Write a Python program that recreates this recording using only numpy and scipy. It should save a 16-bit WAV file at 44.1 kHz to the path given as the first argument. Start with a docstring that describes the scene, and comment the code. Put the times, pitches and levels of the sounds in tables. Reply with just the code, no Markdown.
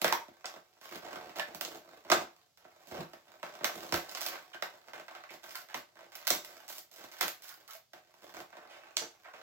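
"""A living room, two close microphones, a hollow cardboard calendar with a perforated door, a little to the right.
From the start a faint floor of air and hiss lies under a hand that keeps brushing the box. Within 0.1 s nails
catch and flick (noise bursts with a click), drag the card (ringing noise) and fingers rub it (stick and slip).
From about 0.5 s paper ties snap now and then among these touches, up to the end at 9.4 s.
Catches, snaps and rubbing ring the box at its hollow modes; every touch leaves a short room tail."""
import sys
import numpy as np
from scipy import signal
from scipy.io import wavfile
from scipy.ndimage import uniform_filter1d

SR = 44100
rng = np.random.default_rng(int(sys.argv[2]) if len(sys.argv) > 2 else 0)


def transcribe(u):
    """Save the signal u as a 16-bit wav file named by the first command-line argument.

    u: samples, shape (n,) or (channels, n), limited to [-1, 1]; the rate is SR.
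    q: integer samples, one column per channel.
    """
    v = np.clip(np.atleast_2d(u).T, -1, 1)
    q = np.round(v * 32767).astype(np.int16)
    wavfile.write(sys.argv[1], SR, q)


N = 415510
TIME = np.arange(N) / SR

# All sound is built in half-octave bands below the cutoff: band edges and centres, f/Hz
CUTOFF_HZ = 16000
EDGES = CUTOFF_HZ * 2 ** (np.arange(-17, 1) / 2)
CENTRES = np.sqrt(EDGES[1:] * EDGES[:-1])

# Still air and microphone hiss: f/Hz, level per half octave/dB
AIR_AND_HISS = [(50, -103), (120, -85), (300, -100.5), (700, -96), (1500, -107), (4000, -80),
                (14000, -86.5)]
# Likeness of left and right microphone in sound from all sides: f/Hz, correlation
LIKENESS = [(100, 0.35), (300, 0.92), (600, 0.43), (1200, 0.11), (2500, 0.09), (14000, 0.17)]

# Touch levels below are relative: colours and the mix in scene() are added to them.
# strength: midrange level; weight: bass against midrange, how far the finger flexes the panel;
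# sharpness: top octave against midrange, nail edge high, fingertip low.
# Steadying hand brushing the box between strokes: t/s, strength/dB
RESTING_HAND = [(0, -71), (0.72, -78.5), (1.0, -72.5), (2.4, -75), (2.55, -92), (2.8, -70), (3.2, -76),
                (4.3, -57), (4.5, -72.5), (5.3, -73), (5.9, -80), (6.6, -64.5), (6.87, -83), (7.1, -83),
                (7.6, -69.5), (7.88, -94), (8.12, -73.5), (9.2, -74.5)]
RESTING_WEIGHT_DB, RESTING_SHARP_DB = -7.5, -6.5
# Strokes of a finger or nail over the card: t/s, length/s, strength/dB, weight/dB, sharpness/dB
STROKES = [(0.051, .15, -57.5, -3, -25), (0.459, .12, -60, -12, -11.5), (0.8134, .1, -60, -14, -6),
           (0.912, .07, -55, -3, -9.5), (1.026, .33, -57, -4, -15.5), (1.359, .06, -51.5, -8, -9.5),
           (1.475, .08, -63, 1.5, -13), (1.614, .16, -60.5, 3, -4), (1.848, .14, -67.5, -2, -12),
           (2.049, .05, -58, -4.5, -17), (2.133, .09, -49.5, 2.5, -13), (2.58, .14, -73, -12, -11.5),
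           (2.872, .04, -64, 2, 0), (2.913, .11, -54, 3, -12.5), (3.269, .13, -69, -7, -15),
           (3.444, .16, -59.5, -9, -13.5), (3.651, .07, -50.5, -14, -15), (3.741, .17, -60, 2, -2.5),
           (3.93, .06, -50, 2.5, -1.5), (4.095, .11, -65, -10, 4.5), (4.209, .08, -49, -18.5, 2),
           (4.298, .07, -50.5, -21, -20), (4.637, .13, -66.5, -8.5, -13), (4.941, .06, -54, -13, -17),
           (5.091, .12, -57.5, -16.5, -20), (5.306, .04, -56, -7, -8.5), (5.433, .07, -59, -14, -6.5),
           (5.508, .11, -64, -10, 1.5), (5.687, .06, -55.5, -24, -15), (5.75, .04, -58, 1.5, -1.5),
           (5.956, 0.13, -63.5, -11, -15.5), (6.12, .14, -59.5, -30, -8.5), (6.32, .04, -52, 0.5, 2),
           (6.442, .14, -67.5, -6, -1.5), (6.68, .11, -62.5, -10.5, 8.5), (6.914, .07, -68, -10.5, 3.5),
           (6.983, .1, -59.5, -4.5, -6), (7.116, .08, -60.5, -17, -2.5), (7.214, .07, -56, -1, 0),
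           (7.4216, .12, -65, -31, 5.5), (7.678, .09, -64, -30, 3.5), (7.945, .05, -66.5, -8, -12.5),
           (8.222, .1, -65, -1.5, -7), (8.34, .07, -55.5, -4.5, -10), (8.415, .05, -88, -14, -27),
           (8.532, .14, -61.5, -12, -31), (8.69, .22, -60.5, -19.5, -27), (8.98, .07, -61, -7, -16),
           (9.25, .04, -53, -36, -43), (9.337, .08, -59, -17, -20.5)]
# A stroke swells, eases off as it goes, and dies when the finger lifts
ATTACK_S, EASE_DB, RELEASE_S = .012, 4, .009
# Tick where a stroke lands and random catches on fibres: level against the stroke, half-range of the catches
LANDING_DB, CATCH_DB, CATCH_SPREAD_DB = -1.1, 0.3, 3.5
# Colour of a touch at zero weight and sharpness: f/Hz, level/dB
TOUCH_COLOUR = [(80, -4), (190, 0.3), (280, 1), (420, -0.4), (650, 1.5), (1500, -0.5), (3000, 0), (5000, 1),
                (13000, -1)]
# How much of the weight reaches each frequency: f/Hz, share
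WEIGHT_SHARE = [(80, 1.1), (200, 1.01), (350, 0.87), (650, 0.33), (1500, 0.0047)]
# How much of the sharpness reaches each frequency: f/Hz, share
SHARPNESS_SHARE = [(650, -.05), (1700, 0.11), (5000, 0.67), (13000, 1)]
# How the card radiates sliding: f/Hz, level/dB
SLIDE_COLOUR = [(50, -13), (100, -14), (200, -12.5), (350, -2.5), (650, -1.5), (1300, 0), (2800, 2),
                (4500, 4), (6500, 5), (9500, -5), (14000, 10)]

# Nail catches and flicks: t/s, strength/dB, weight/dB, sharpness/dB
CONTACTS = [(0.017, -40.5, -4, -2), (0.0447, -29.5, -8.5, -10.5), (0.08, -38.5, -40, -9.5),
            (0.1255, -32, -22, -10), (0.283, -63, 7, -13), (0.444, -41, -24, -31), (0.562, -55, -7, -34),
            (0.958, -59.5, 8, 1.5), (1.1302, -48.5, -5, -16), (1.158, -45.5, -9, -22),
            (1.386, -44, -12, -12), (1.3966, -37, -21, -18), (1.5475, -54, 4, 2), (1.611, -43, -14.5, -0.5),
            (2.101, -32.5, -11, -13.5), (2.1178, -39, -8.5, -9.5), (2.1207, -25, -10, -18),
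            (2.574, -69, -23, -2), (2.6512, -57, -10.5, -44.5), (3.134, -54, -6, -14),
            (3.43, -40.5, -14.5, -22.5), (3.609, -48.5, -5, -28), (3.634, -50, 1.5, -16),
            (3.6444, -31.5, -26, -7.5), (3.756, -63, 13, -10), (3.828, -54, -3, -25),
            (3.924, -38.5, 2, -10.5), (3.942, -33, -25, -13), (4.172, -44, -30, -13),
            (4.5455, -50, -12, -18), (4.624, -35, -25, -17), (4.8837, -53.5, -14, -18.5),
            (4.934, -46.5, -20, -21), (5.082, -47, -35, -24), (5.1511, -48, -28, -22.5),
            (5.2381, -48.5, -32, -27), (5.5074, -57, -37, -4), (5.5554, -48, -35, -1.5),
            (5.744, -37.5, -21, -16), (6.154, -56.5, -15, 4.5), (6.2705, -39, -47, 0),
            (6.277, -41, -21, 3.5), (6.3039, -37.5, -2.5, 4), (6.4476, -55.5, -25, 1),
            (6.7001, -54, -16, -5), (7.2106, -34, -21, -3), (7.2289, -39, -13, -5.5),
            (7.281, -46, -33, 2.5), (7.934, -53.5, -14, -13.5), (8.5281, -49.5, -33, -38),
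            (8.569, -52.5, -15, -21.5), (8.9691, -49.5, -18, -21), (9.021, -50.5, -7, -9),
            (9.3378, -51.5, -19, -31)]
CONTACT_S = .01  # contact and tie levels are rms over this time
# Thump, knock, tap, crack and top octave of a contact: f/Hz, decay time before slowing/s
PARTS = [(190, 0.011), (650, 0.0037), (1900, 0.0039), (5300, 0.0018), (13000, 0.003)]
# Final click against the crackle of fibres: f/Hz, amplitude ratio
CLEAN_BREAK = [(300, 0.48), (1500, 0.64), (5000, .7), (13000, 0.74)]
# How the card radiates contacts: f/Hz, level/dB
CONTACT_COLOUR = [(50, -20), (100, -16.5), (200, -5.5), (350, -4), (700, -4), (1300, -1.5), (2800, 1),
                  (4500, 4), (6500, 3.5), (9500, -2), (14000, 11)]

# A dragging nail or finger sets one part of the card singing: t/s, length/s, f/Hz, width/Hz, level/dB
DRAGS = [(0.042, 0.09, 1900, 350, -37.5), (0.043, 0.029, 606, 97, -37), (0.123, 0.016, 964, 150, -24),
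         (1.392, 0.039, 1740, 59, -38), (1.395, 0.0083, 3100, 630, -33), (2.115, 0.021, 1105, 220, -22.5),
         (2.988, 0.038, 164.4, 13, -42.5), (3.919, 0.037, 96, 26, -45), (4.536, 0.024, 1560, 200, -45),
         (4.531, 0.022, 2960, 280, -47.5), (5.29, 0.023, 2170, 220, -48.5), (5.548, 0.03, 1460, 170, -42.5),
         (7.205, 0.044, 1940, 200, -36.5), (7.447, 0.012, 1500, 130, -54), (7.497, 0.036, 1400, 340, -53),
         (7.684, 0.052, 1220, 300, -53.5), (7.748, 0.029, 660, 69.6, -53.5), (8.535, 0.047, 1970, 900, -72),
         (8.694, 0.14, 2250, 1500, -57.5), (8.809, 0.21, 2580, 280, -66), (8.98, 0.1, 5940, 410, -47),
         (9.016, 0.037, 423, 180, -45), (9.243, 0.033, 1806, 360, -55.5), (9.336, 0.059, 2410, 440, -59)]

# Paper ties of the perforation snap: t/s, level/dB
TIES = [(0.457, -39.5), (1.6498, -39), (2.1171, -25.5), (3.924, -40), (4.094, -47), (4.15, -39.5),
        (6.3044, -27), (8.9691, -27.5)]
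# Spectrum shared by all ties: f/Hz, level/dB
TIE_COLOUR = [(200, -42.5), (1500, -17.5), (3000, -7.5), (4000, -6.5), (6000, -5), (8000, -5.5),
              (13000, -21.5)]

# Modes of the hollow box: f/Hz, width/Hz, lift/dB
BOX_MODES = [(170, 11, 6), (340.6, 24.2, 10.5), (446.5, 8.3, 5.5), (615.5, 88, 9.5), (729, 12.7, 9),
             (862, 6.5, 5.5), (1113, 110, 4), (1534, 29, 8), (2064, 31, 5.5)]
# Decay of the room: f/Hz, time to fall 60 dB/s
ROOM_T60 = [(100, 0.22), (400, 0.22), (1200, 0.27), (5000, 0.26), (14000, 0.22)]
# Room tail against the sound that feeds it: f/Hz, level/dB
ROOM_LEVEL = [(100, -8.5), (400, -1.5), (1200, 2), (5000, -0.33), (14000, 0.5)]


def from_db(db):
    """Decibels to gain."""
    return 10 ** (np.asarray(db) / 20)


def rms_one(x):
    """Scale each row to rms 1."""
    return x / np.sqrt(np.mean(x ** 2, axis=-1, keepdims=True) + 1e-20)


def energy_one(x):
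    """Scale each row to energy 1."""
    return rms_one(x) / np.sqrt(x.shape[-1])


def at_hz(points, hz):
    """Read a (f/Hz, value) table on a log-frequency axis."""
    freqs, values = np.transpose(points)
    return np.interp(np.log(hz), np.log(freqs), values)


def band(x, k):
    """The k-th half-octave band."""
    sos = signal.butter(2, EDGES[k:k + 2], "band", fs=SR, output="sos")
    return signal.sosfilt(sos, x + 1e-18)


def peak(x, hz, width_hz, lift_db):
    """A resonance (or a dip) on an otherwise flat response."""
    half = np.tan(np.pi * width_hz / SR)
    cosine = np.cos(2 * np.pi * hz / SR)
    gain = from_db(lift_db)
    zeros = [1 + half * gain, -2 * cosine, 1 - half * gain]
    poles = [1 + half, -2 * cosine, 1 - half]
    return signal.lfilter(zeros, poles, x)


def drift(rate):
    """Random values of spread 1, drawn `rate` times a second and joined by straight lines."""
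    knots = rng.standard_normal(N // 10)
    return np.interp(TIME * rate, np.arange(len(knots)), knots)


def diffuse(k, size):
    """One band of noise from all sides, as two close microphones hear it."""
    alike = np.clip(at_hz(LIKENESS, CENTRES[k]), -.99, .99)
    mid, side = rms_one(band(rng.standard_normal((2, size)), k))
    return np.sqrt(1 + alike) * mid + np.sqrt(1 - alike) * side * [[1], [-1]]


def floor():
    """Still air and microphone hiss: steady noise from all sides, levelled band by band."""
    return sum(from_db(at_hz(AIR_AND_HISS, hz)) * rms_one(diffuse(k, N)) for k, hz in enumerate(CENTRES))


def touch_db(touches, hz):
    """Level at one frequency of touches whose last columns are strength, weight and sharpness."""
    strength_db, weight_db, sharp_db = np.transpose(touches)[-3:]
    bass_db = weight_db * at_hz(WEIGHT_SHARE, hz)
    treble_db = sharp_db * at_hz(SHARPNESS_SHARE, hz)
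    return strength_db + at_hz(TOUCH_COLOUR, hz) + bass_db + treble_db


def pressure(times):
    """Envelope of every stroke (rows) at the given times: attack, easing hold, release."""
    start, length = np.transpose(STROKES)[:2, :, None]
    age = np.maximum(times - start, 0)
    attack = np.minimum(age / ATTACK_S, 1)
    easing = from_db(-EASE_DB * np.minimum(age / length, 1))
    release = np.exp(-np.maximum(age - length, 0) / RELEASE_S)
    return attack * easing * release


def stick_and_slip(slips_per_s=300, size_db=5.0, slip_s=.0009, steady=.35):
    """Uneven tiny releases at random moments, each dying exponentially, over a smooth rub."""
    sizes = from_db(size_db * np.minimum(rng.exponential(1, N), 4))
    slips = (rng.random(N) < slips_per_s / SR) * sizes
    releases = signal.lfilter([1], [1, -np.exp(-1 / (slip_s * SR))], slips + 1e-18)
    friction = rms_one(releases) + steady
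    # a big slip spends the strain that its neighbours would have released
    return friction / np.sqrt(uniform_filter1d(friction ** 2, size=SR // 25))


def sliding(grip_db=1.5, grip_rate=45):
    """Resting hand and strokes: stick-slip noise swelling with the grip, coloured by weight and sharpness."""
    times = TIME[::SR // 500]
    power = pressure(times) ** 2
    resting_db = np.interp(times, *np.transpose(RESTING_HAND))
    grip = from_db(grip_db * drift(grip_rate))
    # two independent noises, so neighbouring bands are unrelated
    forces = stick_and_slip() * grip * rng.standard_normal((2, N))
    out = np.zeros(N)
    for k, hz in enumerate(CENTRES):
        resting = from_db(resting_db + touch_db((0, RESTING_WEIGHT_DB, RESTING_SHARP_DB), hz))
        stroke_power = from_db(touch_db(STROKES, hz)) ** 2 @ power
        gain = np.interp(TIME, times, np.sqrt(stroke_power + resting ** 2))
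        out += from_db(at_hz(SLIDE_COLOUR, hz)) * gain * rms_one(band(forces[k % 2], k))
    return out


def contacts(starts, levels, grain_db=2.5, give=0.54, soft_db=-45, slowing=0.064, crack_hz=4800):
    """Fibres give way one after another, then break with a click; the low flexing of the panel outlasts the crack."""
    lead, give_s = SR // 160, .001  # samples ahead of the click; build-up time of the giving fibres
    age = (np.arange(SR // 24) - lead) / SR
    fibres = from_db(grain_db * rng.standard_normal((len(starts), len(age))))
    forces = fibres * rng.standard_normal((2, *fibres.shape))  # neighbouring bands get unrelated noise
    # a touch with little crack is drawn out
    crack_db = levels[np.searchsorted(EDGES, crack_hz) - 1]
    slowness = 0.5 + slowing * np.clip(soft_db - crack_db, 0, 20)[:, None]
    bursts = 0
    for k, hz in enumerate(CENTRES):
        giving = give * np.exp(-abs(age) / give_s)
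        dying = np.exp(-abs(age) / (at_hz(PARTS, hz) * slowness))
        crackle = energy_one(forces[k % 2] * np.where(age < 0, giving, dying))
        # alternating signs let the click join across neighbouring bands
        click = at_hz(CLEAN_BREAK, hz) * (age == 0) * (-1) ** k
        gain = from_db(levels[k] + at_hz(CONTACT_COLOUR, hz))[:, None] * np.sqrt(CONTACT_S * SR)
        bursts = bursts + gain * energy_one(band(crackle + click, k))
    out = np.zeros(N + len(age))
    for start, burst in zip(starts, bursts):
        at = np.clip(int(start * SR) - lead, 0, N)
        out[at:at + len(age)] += burst
    return out[:N]


def drags(skew=0.36):
    """Friction noise in one resonance of the card, swelling fast and fading as the finger lets go."""
    out = np.zeros(N + SR)
    for start, length, hz, width_hz, level_db in DRAGS:
        progress = np.minimum(np.arange(SR // 4) / SR / length, 1)
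        force = np.sin(np.pi * progress ** skew) * rng.standard_normal(len(progress))
        radius = np.exp(-np.pi * width_hz / SR)
        poles = [1, -2 * radius * np.cos(2 * np.pi * hz / SR), radius ** 2]
        ring = signal.lfilter([1, 0, -1], poles, force)
        at = int(start * SR)
        out[at:at + len(ring)] += from_db(level_db) * energy_one(ring) * np.sqrt(length * SR)
    return out[:N]


def small_ticks(count=110):
    """A tick where each stroke lands and random catches along the strokes, as rows like those of CONTACTS."""
    start, length, strength_db, weight_db, sharp_db = np.transpose(STROKES)
    landings = np.column_stack([start, strength_db + LANDING_DB, weight_db, sharp_db])
    place, size = rng.random((count, 2)).T
    # lay the strokes end to end and scatter the catches evenly along them
    travelled = np.cumsum(length)
    along = (np.arange(count) + place) / count * travelled[-1]
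    k = np.searchsorted(travelled, along)
    catch_s = start[k] + length[k] - (travelled[k] - along)
    catch_db = strength_db[k] + CATCH_DB + CATCH_SPREAD_DB * (2 * size - 1)
    catches = np.column_stack([catch_s, catch_db, weight_db[k], sharp_db[k]])
    return np.vstack([landings, catches])


def with_snapping_ties(touches):
    """Start times and band levels (bands x events) of the touches, followed by ties that share one spectrum."""
    tie_s, tie_db = np.transpose(TIES)
    levels = [np.append(touch_db(touches, hz), tie_db + at_hz(TIE_COLOUR, hz)) for hz in CENTRES]
    return np.append(touches[:, 0], tie_s), np.array(levels)


def box(x):
    """The panels and the air inside ring at their modes."""
    for hz, width_hz, lift_db in BOX_MODES:
        x = peak(x, hz, width_hz, lift_db)
    return x


def direct(x, left_db=-3.5, right_db=1.5):
    """The box stands to the right: the left microphone hears it later and weaker."""
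    lag = 5  # samples
    left = from_db(left_db) * np.pad(x, (lag, 0))[:N]
    return np.array([left, from_db(right_db) * x])


def wandering(move_rate=25, count=3):
    """The sounding spot moves over the card, so the faces take changing shares of mean power 1."""
    shares = np.array([drift(move_rate) for _ in range(count)])
    return shares / np.sqrt(np.mean(shares ** 2, axis=0))


def reflections(first_s=0.00099, build_s=0.00028):
    """Echoes build up from the other panels, the shelves and the floor, then die band by band."""
    age = np.arange(SR // 3) / SR
    onset = 1 - np.exp(-np.maximum(age - first_s, 0) / build_s)
    tail = 0
    for k, hz in enumerate(CENTRES):
        decay = from_db(-60 * age / at_hz(ROOM_T60, hz))
        echoes = energy_one(diffuse(k, len(age)) * onset * decay)
        share = 2 * (EDGES[k + 1] - EDGES[k]) / SR  # of the whole spectrum
        tail = tail + echoes * np.sqrt(share) * from_db(at_hz(ROOM_LEVEL, hz))
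    return tail


def room(faces):
    """Each face of the box sends its sound along its own pattern of echoes."""
    tails = [signal.oaconvolve(face[None], reflections(), axes=1)[:, :N] for face in faces]
    return sum(tails) / np.sqrt(len(faces))


def scene(contact_db=-3.5, slide_db=-4.0, drag_db=-5.0, lean_db=0.7, shade_db=-2.5, bend_db=3.0):
    """Touches sound from the box into the room; bass bends round to the left side, treble is shaded there."""
    # drags already carry their own resonance, so they bypass the box modes
    friction = box(from_db(slide_db) * sliding()) + from_db(drag_db) * drags()
    shares = wandering()
    starts, levels = with_snapping_ties(np.vstack([CONTACTS, small_ticks()]))
    # every face radiates its own grain
    cracks = np.array([box(from_db(contact_db) * contacts(starts, levels)) for _ in shares])
    heard = direct(cracks[0] + friction) + room(cracks + shares * friction)
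    left, right = heard * from_db([[-lean_db], [lean_db]])
    left = peak(left, 13000, 5000, shade_db)
    left = peak(left, 73, 250, bend_db)
    return np.array([left, right]) + floor()


def record(dry):
    """The microphones lose deep bass and have a dip in the upper treble; the top is cut."""
    thinned = signal.sosfilt(signal.butter(2, 48, "high", fs=SR, output="sos"), dry)
    dipped = peak(thinned, 8750, 900, -12)
    dipped = peak(dipped, 10000, 1600, -5)
    return signal.sosfilt(signal.ellip(12, .1, 80, CUTOFF_HZ, fs=SR, output="sos"), dipped)


dry = scene()
out = record(dry)
transcribe(out)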